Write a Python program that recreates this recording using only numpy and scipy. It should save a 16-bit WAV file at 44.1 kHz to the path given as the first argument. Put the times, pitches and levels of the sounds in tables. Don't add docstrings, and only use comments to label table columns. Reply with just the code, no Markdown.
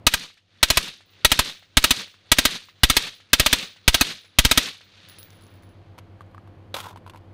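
import sys
import numpy as np
from scipy import signal
from scipy.io import wavfile

SR = 44100
rng = np.random.default_rng(int(sys.argv[2]) if len(sys.argv) > 2 else 0)


def gain_from_db(level_db):
    decades = np.asarray(level_db, float) / 20
    return 10 ** decades


def store_pcm(level_fs):
    pcm = np.round(np.clip(level_fs, -1, 1) * 32767).astype(np.int16)
    wavfile.write(sys.argv[1], SR, np.atleast_2d(pcm).T)


N = 323253

# t/s, overload ceiling level/dB, low push level/dB
SHOTS = [(0.0663, -6, -29), (0.137, -11.5, -35), (0.6284, -5.5, -28.5), (0.7011, -8.5, -29.5),
         (0.7707, -8.5, -28), (1.247, -5, -26.5), (1.316, -8, -30), (1.3901, -8.5, -27.5),
         (1.7693, -5.5, -18.5), (1.8399, -7.5, -33), (1.9065, -8, -32.5), (2.3162, -5, -29.5),
         (2.3843, -8, -31), (2.4514, -8, -33.5), (2.833, -5, -16), (2.8981, -8.5, -27.5),
         (2.966, -8.0, -32), (3.331, -5, -30), (3.3964, -7.5, -24.5), (3.4609, -9.0, -32),
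         (3.5276, -8, -32), (3.8778, -5, -16.5), (3.9428, -8.5, -31.5), (4.0096, -8, -31),
         (4.386, -4.5, -18), (4.4489, -7.5, -19), (4.512, -8, -30.5), (4.5741, -7, -30.5)]
# f/Hz, density/dB per Hz
GAS_COLOUR = [(240, -38), (400, -5), (528, -9), (2590, 1), (2970, -1.5), (3210, 0), (3470, -1.5),
              (12100, -14.5), (16000, -18.5)]
# f/Hz, density/dB per Hz
ECHO_COLOUR = [(88, -24), (150, -2.5), (334, -11), (414, -7), (821, -17), (905, -18), (1040, -10.5),
               (3620, -1.5), (11000, -20), (16000, -32.5)]
# arrival t/s, lasting t/s, level/dB, t60/s, bass loss/dB per octave
ZONES = [
    (0.028, 0.0029, -14.5, 0.31, 0),
    (0.06, 0.053, -12, 0.13, -0.2),
    (.14, 0.016, -24, .38, 3.1),
    (.47, .08, -44, 0.97, -3.5),
    (0.803, .1, -63.5, 2.2, -9),
]
# delay t/s, level/dB, f/Hz, t60/s
FOLLOWERS = [
    (0.058, -11.5, 4950, 0.027),
    (.066, -21.5, 190, .09),
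    (0.104, -14.5, 1418, 0.036),
    (.204, -37.5, 9500, 0.014),
    (0.235, -26, 932, 0.01),
    (0.238, -31, 2500, 0.11),
]
# t/s, tick level/dB, low ring level/dB, high ring level/dB
LANDINGS = [(1.059, -49, -57, -46), (1.104, -55, -54, -48), (1.508, -50, -59, -55), (2.076, -55, -52, -52),
            (2.122, -52, -57.5, -52), (2.605, -45, -66, -54), (2.68, -52, -56, -50), (3.149, -48, -42, -39),
            (3.619, -42, -59.5, -45), (4.193, -52, -61, -44), (4.22, -47, -47, -53), (4.258, -45, -41, -55),
            (4.667, -48, -64, -37), (4.841, -49, -68, -46), (5.087, -26, -40, -36), (5.098, -27, -43, -37),
            (5.186, -25, -35, -46), (5.192, -43, -33.5, -32), (5.23, -26, -65, -35)]
# f/Hz, level/dB, t60/s
BRASS_LOW = [(10722, -6, .2), (10779, 0, .2)]
BRASS_HIGH = [(15135, -1, .17), (15245, -4, .12), (15355, -9, .1)]
# t/s, tick level/dB, tick f/Hz
BOUNCES = [(5.305, -28, 7000), (5.332, -41.5, 8000), (5.355, -40, 10430), (5.411, -37, 7560),
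           (5.422, -39, 8500), (5.437, -41, 8550), (5.467, -33, 5900), (5.505, -51, 10500),
           (5.54, -37.5, 5000), (5.556, -46, 8950), (5.624, -50.5, 6480), (5.634, -36.5, 5000),
           (5.691, -48, 4980), (7.212, -52, 4300)]
# t/s, level/dB, f/Hz, t60/s
CLASHES = [(1.51, -39, 15300, 0.51), (2.076, -44.5, 15450, .3), (2.64, -44.5, 15250, 0.39),
           (2.79, -55.5, 15200, 0.24), (3.617, -33, 15500, .45)]
# t/s, peak level/dB, body f/Hz, rattle level/dB against the peak
KNOCKS = [(5.98, -31, 980, -10.5), (5.986, -28, 750, -7), (6.208, -24, 1170, -23), (6.217, -48.5, 730, -4),
          (6.263, -43, 794, -21), (6.313, -40, 760, -18), (6.347, -26.5, 1140, -24),
          (6.38, -25.5, 1230, -28.5), (6.475, -35.5, 1150, -17)]
# t/s, peak level/dB, rattle level/dB against the peak
MAGAZINE_KNOCKS = [(6.743, -29, 11), (6.761, -22, -20), (6.772, -26, -13), (6.787, -19, -17),
                   (6.84, -27, -20), (6.868, -19, -19), (6.857, -19, -31), (6.91, -25, -26),
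                   (6.96, -24.5, -17.5), (6.973, -27.5, -14), (7.064, -26.5, -16), (7.076, -26, -16),
                   (7.097, -34, -0.5), (7.136, -30, -17), (7.147, -27, -24), (7.159, -30, -13.5),
                   (7.173, -37, -7)]
# f/Hz, density/dB per Hz
RATTLE_COLOUR = [(120, -42), (350, -15.5), (600, -1.5), (1000, 1), (2000, -1), (3500, -1), (6000, -16.5),
                 (10000, -12), (16000, -26.5)]
# f/Hz, level/dB, t60/s
CATCH_MODES = [(554, -28, 0.075), (3440, -26.5, 0.029), (3850, -23.5, 0.024)]
# t/s, body level/dB, scrape level/dB
SLIDE = [
    (6.741, -49, -41),
    (6.759, -39, -32.5),
    (6.827, -45, -42),
    (6.861, -36.5, -41.5),
    (6.927, -52, -57.5),
    (6.94, -59, -68),
]
# f/Hz, density/dB per Hz
SCRAPE_COLOUR = [(180, -50.5), (300, -16), (667, -10), (725, -18.5), (1010, -4.5), (1170, -12.5),
                 (3400, -18.5), (11900, -26), (16000, -28)]
# f/Hz, rms level/dB
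HUM = [(92.0, -50), (100.6, -49), (145.3, -66.5), (167.8, -64.5), (184.5, -65), (257.3, -68.5),
       (330.8, -61), (514.5, -65), (698.5, -68)]
# f/Hz, density/dB per Hz
AIR_COLOUR = [(18, -4), (40, -3), (90, 0.5), (200, -1), (400, -6), (800, -10), (1300, -17.5), (2000, -21.5),
              (3500, -26.5), (6000, -43.5), (10000, -45), (16000, -52.5)]
BAND_EDGES_HZ = 18 * 2 ** np.arange(0, 10.1, .5)

EARLIER_SHOT_S = -2.2
OPEN_S, HOLD_S, COLLAPSE_S = 0.0011, 0.0046, 0.0073
OPEN_DB, HOLD_DB, COLLAPSE_DB, LEAK_DB_PER_S = 10, 10, -4, 1251.5
TUBE_HZ = 265
GROUND_S, GROUND_SHARE = .00312, 0.43
BUILD_UP = .33
AIR_LOSS_DB_PER_S, AIR_LOSS_TOP_DB = 30.5, 9
LUMP_DB, LUMP_S = 2, .007
ROLL_RING_DB, ROLL_FADE_DB_PER_S = -56.5, 23.5
MAGAZINE_HZ, CATCH_S = 997, 6.742
AIR_DB, IN_STEP_S = -50.5, 8
DUCK_DB, RESTED_DB, WAIT_S, CLIMB_S = -20.5, -2, .19, 0.23
IN_BURST_DB = -21.5
DUCK_FOLLOWS, USUAL_CEILING_DB = 1.6, -8
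LOW_CUT_HZ = 5.5


def rms_one(x):
    return x / np.sqrt(np.mean(x ** 2) + 1e-20)


def at_hz(points, hz):
    curve_hz, curve_db = np.array(points)[:, 0], np.array(points)[:, 1]
    return np.interp(np.log(hz), np.log(curve_hz), curve_db)


def clicks(seconds, sizes):
    out = np.zeros(N)
    np.add.at(out, np.round(np.asarray(seconds) * SR).astype(int), sizes)
    return out


def ring(x, hz, t60):
    r, w = gain_from_db(-60 / (t60 * SR)), 2 * np.pi * hz / SR
    return signal.lfilter([0, np.sin(w)], [1, -2 * r * np.cos(w), r * r], x + 1e-18)


def dying(x, t60):
    return signal.lfilter([1], [1, -gain_from_db(-60 / (t60 * SR))], x + 1e-18)


def band(low_hz, high_hz, white=None):
    white = rng.standard_normal(N) if white is None else white
    return signal.sosfilt(signal.butter(2, [low_hz, high_hz], "band", fs=SR, output="sos"), white)


def coloured(spectrum):
    centres_hz = np.sqrt(BAND_EDGES_HZ[1:] * BAND_EDGES_HZ[:-1])
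    white = rng.standard_normal((2, N))
    bands = []
    for k, hz in enumerate(centres_hz):
        noise = band(BAND_EDGES_HZ[k], BAND_EDGES_HZ[k + 1], white[k % 2])
        bands.append(gain_from_db(at_hz(spectrum, hz)) * noise)
    bands = np.array(bands)
    return centres_hz, bands / np.std(bands.sum(axis=0))


def coloured_noise(spectrum):
    return coloured(spectrum)[1].sum(axis=0)


def whistling(x, hz, width_hz, share):
    r, w = np.exp(-np.pi * width_hz / SR), 2 * np.pi * hz / SR
    resonance = signal.lfilter([1, 0, -1], [1, -2 * r * np.cos(w), r * r], x)
    return rms_one(rms_one(x) + share * rms_one(resonance))


def since_shot():
    t, starts = np.arange(N) / SR, np.r_[EARLIER_SHOT_S, np.array(SHOTS)[:, 0]]
    last = np.searchsorted(starts, t, side="right") - 1
    return np.maximum(last - 1, 0), t - starts[last]


def ceiling():
    return gain_from_db(np.array(SHOTS)[since_shot()[0], 1] - 0.36)


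def muzzle():
    s, top_db, push_db = np.transpose(SHOTS)
    jet = whistling(coloured_noise(GAS_COLOUR), hz=3690, width_hz=850, share=0.38)
    passed = since_shot()[1]
    flow_db = np.interp(passed, [0, OPEN_S, HOLD_S, COLLAPSE_S], [-41.5, OPEN_DB, HOLD_DB, COLLAPSE_DB])
    flow_db = flow_db - LEAK_DB_PER_S * np.maximum(passed - COLLAPSE_S, 0)
    gas = ceiling() * gain_from_db(flow_db) * jet
    lag = round(GROUND_S * SR)
    off_ground = GROUND_SHARE * np.r_[np.zeros(lag), gas[:-lag]]
    tube_db = top_db + 1.0 + 3.4 * rng.standard_normal(len(s))
    tube = ring(clicks(s + 0.0021, gain_from_db(tube_db)), TUBE_HZ, t60=0.025)
    quick = ring(clicks(s + 0.0011, gain_from_db(push_db + 20)), hz=117, t60=0.031)
    slow = ring(clicks(s + 0.0058, -gain_from_db(push_db + 18.5)), hz=42.5, t60=0.033)
    return gas + off_ground + tube + quick + slow


def followers():
    s, out = np.array(SHOTS)[:, 0], 0
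    for lag, level_db, hz, t60 in FOLLOWERS:
        sizes = gain_from_db(level_db + 1.8 * rng.standard_normal(len(s)))
        out = out + dying(clicks(s + lag, sizes), t60) * rms_one(band(hz / 1.6, hz * 1.6))
    return out


def zone_power(t, hz):
    air_db = np.minimum(AIR_LOSS_DB_PER_S * t, AIR_LOSS_TOP_DB) * max(np.log2(hz / 3800), 0)
    octaves_down = np.clip(np.log2(3400 / hz), 0, 1.6)
    power = 0
    for at, lasts, level_db, t60, bass in ZONES:
        swell = np.clip((t / at - 1) / BUILD_UP + 1, 0, 1) ** 2
        fade_db = 60 * np.maximum(t - at - lasts, 0) / t60
        power = power + swell * gain_from_db(2 * (level_db - air_db - bass * octaves_down - fade_db))
    return power


def echoes():
    step = 21
    t = np.arange(0, 2, step / SR)
    fired = np.zeros(N // step + 1)
    fired[(np.array(SHOTS)[:, 0] * SR / step).astype(int)] = 1
    points = np.arange(len(fired))
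    out = 0
    for hz, noise in zip(*coloured(ECHO_COLOUR)):
        power = np.maximum(signal.fftconvolve(fired, zone_power(t, hz))[:len(fired)], 0)
        lumps = np.interp(points * step / SR / LUMP_S, np.arange(3000), rng.standard_normal(3000))
        power = power * gain_from_db(2 * LUMP_DB * lumps)
        out = out + noise * np.interp(np.arange(N) / step, points, np.sqrt(power))
    count = N // 120 + 2
    leaves = np.interp(np.arange(N) / 120, np.arange(count), rng.standard_normal(count))
    out = out * gain_from_db(1.5 * leaves)
    return np.std(out) * whistling(out, hz=3650, width_hz=600, share=0.2)


def cases():
    strikes = list(LANDINGS)
    for at, db, _ in BOUNCES:
        roll_db = ROLL_RING_DB - ROLL_FADE_DB_PER_S * (at - BOUNCES[0][0])
        strikes.append((at, db - 14, roll_db, roll_db))
    s, tick_db, low_db, high_db = np.transpose(strikes)
    out = ring(clicks(s, gain_from_db(tick_db + 6)), 4800, .0012)
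    out += dying(clicks(s, gain_from_db(tick_db - 9)), .006) * rms_one(band(2500, 12000))
    for modes, strike_db in (BRASS_LOW, low_db), (BRASS_HIGH, high_db):
        scatter_db = 2.5 * rng.standard_normal((len(s), len(modes)))
        for k, (hz, level_db, t60) in enumerate(modes):
            out += ring(clicks(s, gain_from_db(strike_db + level_db + scatter_db[:, k])), hz, t60)
    return out


def bounces():
    out, short = np.zeros(N), np.arange(600) / SR
    for at, db, hz in BOUNCES:
        grit = gain_from_db(db - 7.0 - 60 * short / .0022) * rng.standard_normal(len(short))
        tick = ring(ring(grit, hz, t60=.0004), hz, t60=.0004)
        out[round(at * SR):][:len(short)] += tick
    for at, db, hz, t60 in CLASHES:
        out += ring(clicks([at], gain_from_db(db)), hz, t60)
    return out


def handling():
    knocks = list(KNOCKS)
    for at, db, dry_db in MAGAZINE_KNOCKS:
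        knocks.append((at, db, MAGAZINE_HZ * (1 + 0.054 * rng.standard_normal()), dry_db))
    s, peak_db, body_hz, rattle_db = np.transpose(knocks)
    rattle = coloured_noise(RATTLE_COLOUR)
    out = rattle * dying(clicks(s, gain_from_db(peak_db + rattle_db - 6.5)), t60=0.038)

    slide_s, body_db, scrape_db = np.transpose(SLIDE)
    t = np.arange(N) / SR
    body = gain_from_db(np.interp(t, slide_s, body_db, left=-150, right=-150))
    scrape = gain_from_db(np.interp(t, slide_s, scrape_db, left=-150, right=-150))
    slips = rms_one(dying((rng.random(N) < 400 / SR) * rng.random(N), .018) + .42)
    out += scrape * slips * whistling(coloured_noise(SCRAPE_COLOUR), hz=3445, width_hz=500, share=0.39)
    hoot = ring(slips * rattle, 1000, .035) + .8 * ring(slips * rattle, 1350, .02)
    out += gain_from_db(-1) * body * rms_one(hoot)
    for hz, level_db, t60 in CATCH_MODES:
        out += ring(clicks([CATCH_S], gain_from_db(level_db)), hz, t60)

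    after = np.arange(4000) / SR
    for at, level_db, hz in zip(s, peak_db, body_hz):
        notes = np.sin(2 * np.pi * hz * after) + 0.29 * np.sin(2 * np.pi * 1.325 * hz * after)
        part = out[round(at * SR):][:len(after)]
        part += (gain_from_db(level_db - 8.5 - 60 * after / 0.021) * notes)[:len(part)]
    return out


def background():
    t = np.arange(N) / SR - IN_STEP_S
    tones = sum(np.sqrt(2) * gain_from_db(level_db) * np.cos(2 * np.pi * hz * t) for hz, level_db in HUM)
    return tones + gain_from_db(AIR_DB) * coloured_noise(AIR_COLOUR)


def duck_db():
    last, passed = since_shot()
    s, top_db, _ = np.transpose(SHOTS)
    after_burst_db = DUCK_DB + DUCK_FOLLOWS * (top_db - USUAL_CEILING_DB)
    depth_db = np.where(np.diff(s, append=99) < .1, IN_BURST_DB, after_burst_db)
    climb = np.maximum(passed - WAIT_S, 0) / CLIMB_S
    return RESTED_DB + (depth_db[last] - RESTED_DB) * (1 + climb) * np.exp(-climb)


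def scene():
    ducked = echoes() + followers() + cases() + bounces() + background()
    return (muzzle() + gain_from_db(duck_db()) * ducked + handling())[None]


def low_pass(x):
    return signal.sosfilt(signal.butter(12, 16960, fs=SR, output="sos"), x)


def record(dry):
    clipped = dry / (1 + (dry / ceiling()) ** 8) ** (1 / 8)
    coupled = signal.sosfilt(signal.butter(2, LOW_CUT_HZ, "high", fs=SR, output="sos"), clipped)
    mix = signal.sosfiltfilt(signal.cheby2(10, 22, 16000, fs=SR, output="sos"), coupled)
    return low_pass(mix)


dry = scene()
out = record(dry)
store_pcm(out)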